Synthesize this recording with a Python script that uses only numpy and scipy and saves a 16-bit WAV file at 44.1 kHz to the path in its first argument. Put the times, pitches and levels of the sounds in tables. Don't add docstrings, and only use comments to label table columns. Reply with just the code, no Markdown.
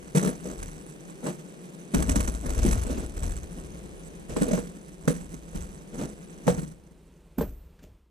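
import sys
import numpy as np
from scipy import signal
from scipy.fft import rfft, irfft
from scipy.io import wavfile
from scipy.ndimage import uniform_filter1d

SR = 44100
rng = np.random.default_rng(int(sys.argv[2]) if len(sys.argv) > 2 else 0)


def waveform_to_disk(signal):
    frames = np.transpose(np.atleast_2d(signal))
    scaled = np.clip(frames, -1, 1) * 32767
    samples = np.round(scaled).astype(np.int16)
    wavfile.write(sys.argv[1], SR, samples)


N = 357210



def amp(db):
    return 10 ** (np.asarray(db) / 20)


def evened(x):
    return x / np.sqrt(np.mean(x ** 2) + 1e-20)


def read(points, hz):
    f, value = np.transpose(points)
    return np.interp(np.log(hz + 1), np.log(f), value)


def level(rows):
    return amp(np.interp(np.arange(N) / SR, *np.transpose(rows)))


def add(mix, s, sound):
    part = mix[:, round(s * SR):][:, :sound.shape[1]]
    part += sound[:, :part.shape[1]]


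def rfft_hz(length):
    return np.fft.rfftfreq(length, 1 / SR)


def shaped(x, colour):
    length = x.shape[-1]
    spectrum = rfft(x) * amp(read(colour, rfft_hz(length)))
    return evened(irfft(spectrum, length))


def band(x, hz, kind, order=2):
    return signal.sosfilt(signal.butter(order, hz, kind, fs=SR, output="sos"), x)


def noise_pair(length, same):
    a, b = rng.standard_normal((2, length))
    same = np.clip(same, -1, 1)
    return np.array([a, same * a + np.sqrt(1 - same ** 2) * b])


def wander(hz):
    return evened(band(rng.standard_normal(N), hz, "low"))


def dying(x, t60):
    hz, t, z = signal.stft(x, SR, nperseg=256)
    faded = z * amp(-60 * t / read(t60, hz)[:, None])
    return signal.istft(faded, SR, nperseg=256)[1][:, :x.shape[1]]


def ports(x, left_db, lag=0.00021):
    left = irfft(rfft(x[0]) * np.exp(-2j * np.pi * rfft_hz(N) * lag), N)
    return np.array([left, x[1]]) * amp([[left_db], [-left_db]])


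# t/s, left
# side's gain and right side's loss (level/dB), stereo width (0-1)
PLACE = [(0, 1, 0.92), (3.5, 0, 0.85), (4.3, -1, 1), (5.1, 0.4, 0.73), (6.6, 0.5, 0.9), (7.098, 3.5, 0.22),
         (8.1, 6, 0)]


def side_lean():
    return level([(s, db) for s, db, _ in PLACE])


def stereo_width():
    s, _, width = np.transpose(PLACE)
    return np.clip(np.interp(np.arange(N) / SR, s, width), 0, 1)


# (per Hz, relative)
HUM_COLOUR = [(60, -51), (110, -38), (140, -4.5), (168, 5), (200, -2.5), (245, -8.5), (340, -5.5),
              (500, -10.5), (700, -19.5), (1200, -31), (2500, -28), (5000, -38), (9000, -33), (15000, -57)]
# t/s, level/dB
HUM_LEVEL = [(0, -43), (3.8, -41.5), (5, -44.5), (6.45, -43.5), (6.8, -51.5), (8.1, -60.5)]


def hum(left_db=0.95, same=0.61, air_db=-70):
    drone = level(HUM_LEVEL) * ports(shaped(noise_pair(N, same), HUM_COLOUR), left_db)
    air_colour = [(100, -29.5), (950, 1.5), (1700, -7), (2800, -8.5), (5000, -14), (15000, -26)]
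    air = amp(air_db) * shaped(noise_pair(N, 0.98), air_colour)
    return drone + air


# t/s, length/s, drag level/dB, brush level/dB, rocking level/dB
MOVES = [(0.208, 0.07, -25.5, -52, -45), (0.433, 0.1, -35.5, -62, -45), (0.563, 0.078, -46, -55.5, -35),
         (1.225, 0.036, -29, -62, -58), (1.934, 0.076, -28.5, -60, -23), (2.055, 0.068, -31.5, -60, -22.5),
         (2.134, 0.074, -29.5, -63, -23.5), (2.239, 0.096, -38.5, -60, -28), (2.425, 0.093, -31, -49, -26),
         (2.556, 0.21, -30.5, -37.5, -20.5), (2.84, 0.19, -31.5, -39.5, -30.5),
         (3.137, 0.095, -43, -51, -31.5), (3.206, 0.068, -37.5, -77, -24.5), (3.556, 0.023, -40, -64, -41),
         (4.286, 0.039, -31.5, -39, -34.5), (4.353, 0.22, -30, -42, -38.5), (5.03, 0.074, -39, -75, -44),
         (5.523, 0.068, -41.5, -46, -32.5), (5.921, 0.1, -35.5, -50, -43), (5.98, 0.052, -26.5, -40.5, -44),
         (6.447, 0.13, -36, -69, -38), (7.368, 0.13, -40, -49, -32), (7.816, 0.03, -42, -43.5, -45.5)]


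def effort(strengths_db, attack_s, release_s):
    power, t = np.zeros((1, N)), np.arange(SR) / SR
    for (s, length, *_), db in zip(MOVES, strengths_db):
        rise = np.minimum(t / attack_s, 1)
        fall = np.exp(-np.maximum(t - length, 0) / release_s)
        add(power, s, (amp(db) * rise * fall)[None] ** 2)
    return np.sqrt(power[0])


# (per Hz, relative)
SWAY_COLOUR = [(17, -40.5), (26, -15.5), (33, -6), (39, 4), (46, -16.5), (57, 1.5), (72, -8), (100, -15.5),
               (140, -23.5), (250, -82.5)]
# t/s, level/dB
TREMBLE = [(0, -52), (1.8, -64), (3.6, -42), (4.8, -56), (5.3, -42.5), (5.8, -57), (8.1, -50.5)]


def sway(sway_db=-1, left_db=1.8, steady_s=0.067):
    rock = shaped(noise_pair(N, 0.923), SWAY_COLOUR)
    rock /= np.sqrt(uniform_filter1d(rock[0] ** 2, int(steady_s * SR)) + 1e-6)
    push = effort([db for *_, db in MOVES], attack_s=0.035, release_s=0.09)
    return amp(sway_db) * np.hypot(push, level(TREMBLE)) * ports(rock, left_db)


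# t/s, level/dB
LOOSENESS = [(0, -10), (2.7, -15), (6.3, -13.5), (6.55, -14.5), (7.25, -23.5), (8.1, -49)]
# (per Hz, relative)
BUZZ_COLOUR = [(200, -14.5), (600, 11.5), (1000, 8), (2000, 0.5), (3300, -6.5), (4200, -7), (5100, -8.5),
               (5800, 1), (7000, -3), (7700, -1), (8700, -13), (9600, -8), (11000, -5), (15000, -18)]
# f/Hz, width (f/Hz), level/dB
BUZZ_MODES = [(6240, 230, -11), (7930, 220, -6), (9720, 250, -10)]


def buzz(sound, power=0.81, slack_db=-56, hiss_db=-2, ring_db=0, jolt_hiss=0.98,
         flutter_db=4, flutter_hz=50, leak_hz=4500):
    swing = abs(band(sound[1], 610, "low"))
    shake = np.maximum(swing - amp(slack_db), 0) ** power
    puffs, rattle = shake * level(LOOSENESS), jolts()
    hiss = shaped(rng.standard_normal(N), BUZZ_COLOUR)
    out = amp(hiss_db) * (puffs + jolt_hiss * rattle) * hiss
    for hz, width, db in BUZZ_MODES:
        flutter = evened(amp(flutter_db * wander(flutter_hz)))
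        kicks = (rattle + puffs * flutter) * rng.standard_normal(N)
        ring = signal.lfilter(*signal.iirpeak(hz, hz / width, SR), kicks)
        out += amp(db + ring_db) * ring * np.sqrt(SR / np.pi / width)
    hz = rfft_hz(N)
    cross = -np.exp(-2j * np.pi * hz * 9e-5) / np.sqrt(1 + (hz / leak_hz) ** 30)
    left = stereo_width() * irfft(rfft(out) * cross, N)
    return np.array([left, out + fizz()])


# f/Hz, level/dB (relative), left side's lead (radians, at full width)
WOOD_MODES = [(150.2, -7, 0.96), (188, 1, 1.5), (233, -5, 1.7), (275.2, -5.5, 4.5), (367, -4, 1),
              (420, -4, 2.5), (495, -3.5, 1), (581, -2.5, -1.5), (835, -6.5, 7), (962, -18, 1),
              (1074, -15.5, 12), (1420, -22.5, -0.5), (1585, -17, 5)]
# (per Hz, relative)
CLATTER = [(60, -71), (110, -26), (160, 13.5), (500, 8.5), (720, 7), (1000, -7.5), (2000, -17), (4000, -21),
           (9000, -27), (16000, -61)]
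# f/Hz, time to drop 60 dB (t/s)
CLATTER_T60 = [(150, 0.27), (500, 0.15), (1500, 0.16), (8000, 0.079)]


def ring_time(hz, at_200=0.14):
    return at_200 * (200 / hz) ** .75


def blows(rows, width, clatter_db, thump_db, body_db, clack_db, rise, detune, favour_db, early):
    out, t = np.zeros((2, N)), np.arange(SR // 2) / SR
    leads = [(hz, lead) for hz, _, lead in WOOD_MODES]
    for s, db, body, clack, thump_hz, body_hz, clack_hz in rows:
        favoured = [(hz, favour_db, read(leads, hz)) for hz in (thump_hz, body_hz)]
        clatter = shaped(noise_pair(len(t), 1 - width), CLATTER)
        ring = amp(clatter_db) * dying(clatter, CLATTER_T60)
        for hz, mode_db, lead in favoured + list(WOOD_MODES):
            pitch = hz * (1 + detune * rng.standard_normal())
            turn = 2 * np.pi * (pitch * t + rng.random())
            fade = np.exp(-np.log(1000) * t / ring_time(hz))
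            ring += amp(mode_db) * fade * np.sin([turn + width * lead, turn])
        ring *= 1 - np.exp(-t / rise)
        thump_part = band(ring, (120, 290), "band")
        body_part = band(ring, (280, 640), "band", order=4)
        clack_part = band(ring, clack_hz, "high", order=5)
        for part, part_db, start in ((thump_part, thump_db, s - early),
                                     (body_part, body + body_db, s),
                                     (clack_part, clack + clack_db, s)):
            attack = np.sqrt(np.mean(part[:, :SR // 40] ** 2))
            add(out, start, amp(db + part_db) * part / attack)
    return out


# t/s, thump level/dB, body level/dB re thump, clack level/dB re thump,
#          thump f/Hz, body f/Hz, lowest clack f/Hz
BUMPS = [(0.15, -15.5, -3.5, -30, 148, 482, 900), (0.169, -12, -11.5, -17, 174.6, 344, 900),
         (0.228, -17, -15, -28.5, 194, 440, 760), (0.26, -18, -5.5, -29, 197.3, 364, 760),
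         (0.453, -36, 6, -6, 188, 507, 700), (1.244, -30.5, 2.5, -11, 156, 318, 800),
         (1.263, -27.5, 2, 2.5, 152.4, 340, 900), (1.279, -30, 3, 1, 163, 360, 850),
         (1.939, -13, -17.5, -13, 257, 283.6, 800), (1.989, -19.5, -22, -11, 287, 292, 900),
         (2.086, -20.5, -6, -20, 254, 304, 900), (2.158, -16.5, -18, -25, 196, 295, 900),
         (2.28, -25, -27, -32, 230, 360, 900), (2.651, -12.5, -23, -36, 198, 340, 900),
         (2.897, -31, 6.5, -6, 255, 334, 760), (2.978, -24.5, -8, -18, 206, 300, 760)]


def bumps():
    hits = blows(BUMPS, width=0.5, clatter_db=-1, thump_db=-6.0, body_db=-6.5, clack_db=-10.5,
                 rise=0.0013, detune=0.014, favour_db=5.5, early=0.0034)
    return ports(hits, left_db=0.5)


# f/Hz, time to drop 60 dB (t/s)
ROOM_T60 = [(100, 0.98), (250, 0.71), (600, 0.26), (2000, 0.23), (10000, 0.29)]


def room(x, wet_db=-15, delay=0.0027):
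    build_up = 1 - np.exp(-(np.arange(SR) / SR / delay) ** 2)
    tail = dying(noise_pair(SR, 0.61), ROOM_T60) * build_up
    return amp(wet_db) * signal.fftconvolve(x, tail / np.linalg.norm(tail[0]), axes=1)[:, :N]


# t/s (start), level/dB (peak)
JOLTS = [(0.16, -28), (0.193, -33), (0.2578, -41), (0.627, -32), (1.943, -20.5), (2.0223, -24.5),
         (2.0915, -20.5), (2.156, -21), (2.203, -25), (2.2434, -31.5), (2.2734, -29), (2.46, -32.5),
         (2.5016, -31.5), (2.547, -33.5), (2.6605, -26), (2.709, -25.5), (2.725, -27), (2.833, -33.5),
         (3.235, -35)]


def jolts(jolt_db=-1, swell=0.0041):
    out, u = np.zeros((1, N)), np.arange(SR // 20) / SR / swell
    for s, db in JOLTS:
        add(out, s, amp(db + jolt_db) * (u * np.exp(1 - u))[None] ** 2)
    return out[0]


# (per Hz, relative)
SLIDE_COLOUR = [(70, -34), (120, -7), (170, 1.5), (240, 1.5), (300, -2), (400, -6), (490, -2.5),
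                (545, -13.5), (610, -4), (700, -14), (950, -23), (1500, -24.5), (4000, -44), (12000, -69)]


def slides(slide_db=-3, catch_db=2.0, catch_hz=110, same=0.75):
    drag = effort([db for _, _, db, _, _ in MOVES], attack_s=0.012, release_s=0.04)
    force = drag * evened(amp(catch_db * wander(catch_hz)))
    return amp(slide_db) * force * ports(shaped(noise_pair(N, same), SLIDE_COLOUR), 0)


# (per Hz, relative)
RUB_COLOUR = [(500, -21), (1200, 4.5), (2700, 10.5), (4500, 4), (7000, 7), (10000, -0.5), (15000, -44)]


def rubs(rub_db=-12, grain_db=3, grain_hz=90):
    brush = effort([db for _, _, _, db, _ in MOVES], attack_s=0.016, release_s=0.03)
    touch = brush * evened(amp(grain_db * wander(grain_hz)))
    return amp(rub_db) * touch * shaped(noise_pair(N, .3), RUB_COLOUR)


# t/s, thump level/dB, body level/dB re thump, clack level/dB re thump,
#          thump f/Hz, body f/Hz, lowest clack f/Hz
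KNOCKS = [(4.364, -26.5, 0, -10, 218, 410, 1020), (4.414, -18.5, -7, -27, 191, 290, 900),
          (4.478, -34, 5.5, -20, 188, 460, 900), (4.508, -28, -1.5, -26, 220, 580, 760),
          (4.532, -18.5, -9.5, -23, 191, 616, 776), (4.576, -35, 5.5, -6, 209.4, 470, 895),
          (5.077, -15.5, -7, -16, 169.2, 498, 1130), (5.1, -24.5, -4.5, -31, 177, 493, 1150),
          (5.338, -35.5, -20, -36, 190, 314, 900), (5.549, -29.5, -24, -40, 193, 383, 900),
          (6.469, -21.5, -17, -21, 136.3, 500, 650), (6.479, -16.5, -7, -5.5, 174.5, 482, 654),
          (6.493, -31.5, 2, -10.5, 177, 502, 664), (6.579, -26.5, -27, -37, 152.6, 317, 760),
          (6.627, -28.5, -32, -36, 160, 327, 760), (6.678, -45, -16, -37, 164, 345, 760),
          (6.912, -45.5, -21, -31, 170, 460, 760), (7.384, -17, -11.5, -17.5, 253, 350, 880),
          (7.409, -24.5, 3, -8, 214, 467, 885), (7.421, -28, -4, -11, 288, 360, 890),
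          (7.79, -61, -20, 2, 169, 310, 1500)]


def knocks():
    return blows(KNOCKS, width=1.0, clatter_db=-3.5, thump_db=-1.5, body_db=0, clack_db=0.0,
                 rise=0.00041, detune=0.0094, favour_db=6, early=0.00313)


# t/s, level/dB
FIZZES = [(7.382, -36), (7.41, -33.5), (7.83, -57)]


def fizz(t60=0.099, tail_db=-14, tail_t60=0.63, steady_db=-78):
    power, t = np.zeros((1, N)), np.arange(SR // 2) / SR
    for s, db in FIZZES:
        flare = amp(-60 * t / t60) + amp(tail_db - 60 * t / tail_t60)
        add(power, s, (amp(db) * flare)[None] ** 2)
    hiss = band(rng.standard_normal(N), (11800, 14900), "band", order=4)
    return np.sqrt(power[0] + amp(steady_db) ** 2) * evened(hiss)


def scene():
    wood = bumps() + knocks() + slides() + rubs()
    lean, width = side_lean(), stereo_width()
    placed = (wood + width * room(wood)) * np.array([lean, 1 / lean])
    left, right = placed + sway() + hum()
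    return np.array([width * left + (1 - width) * right, right])


# t/s, level/dB
FADE = [(7.8, -1.5), (7.95, -4), (8.1, -12)]


def record(dry):
    edge = signal.firwin(255, 15500, window=("kaiser", 9), fs=SR)
    faded = (dry + buzz(dry)) * level(FADE)
    return signal.oaconvolve(faded, edge[None], "same", axes=1)


dry = scene()
out = record(dry)
waveform_to_disk(out)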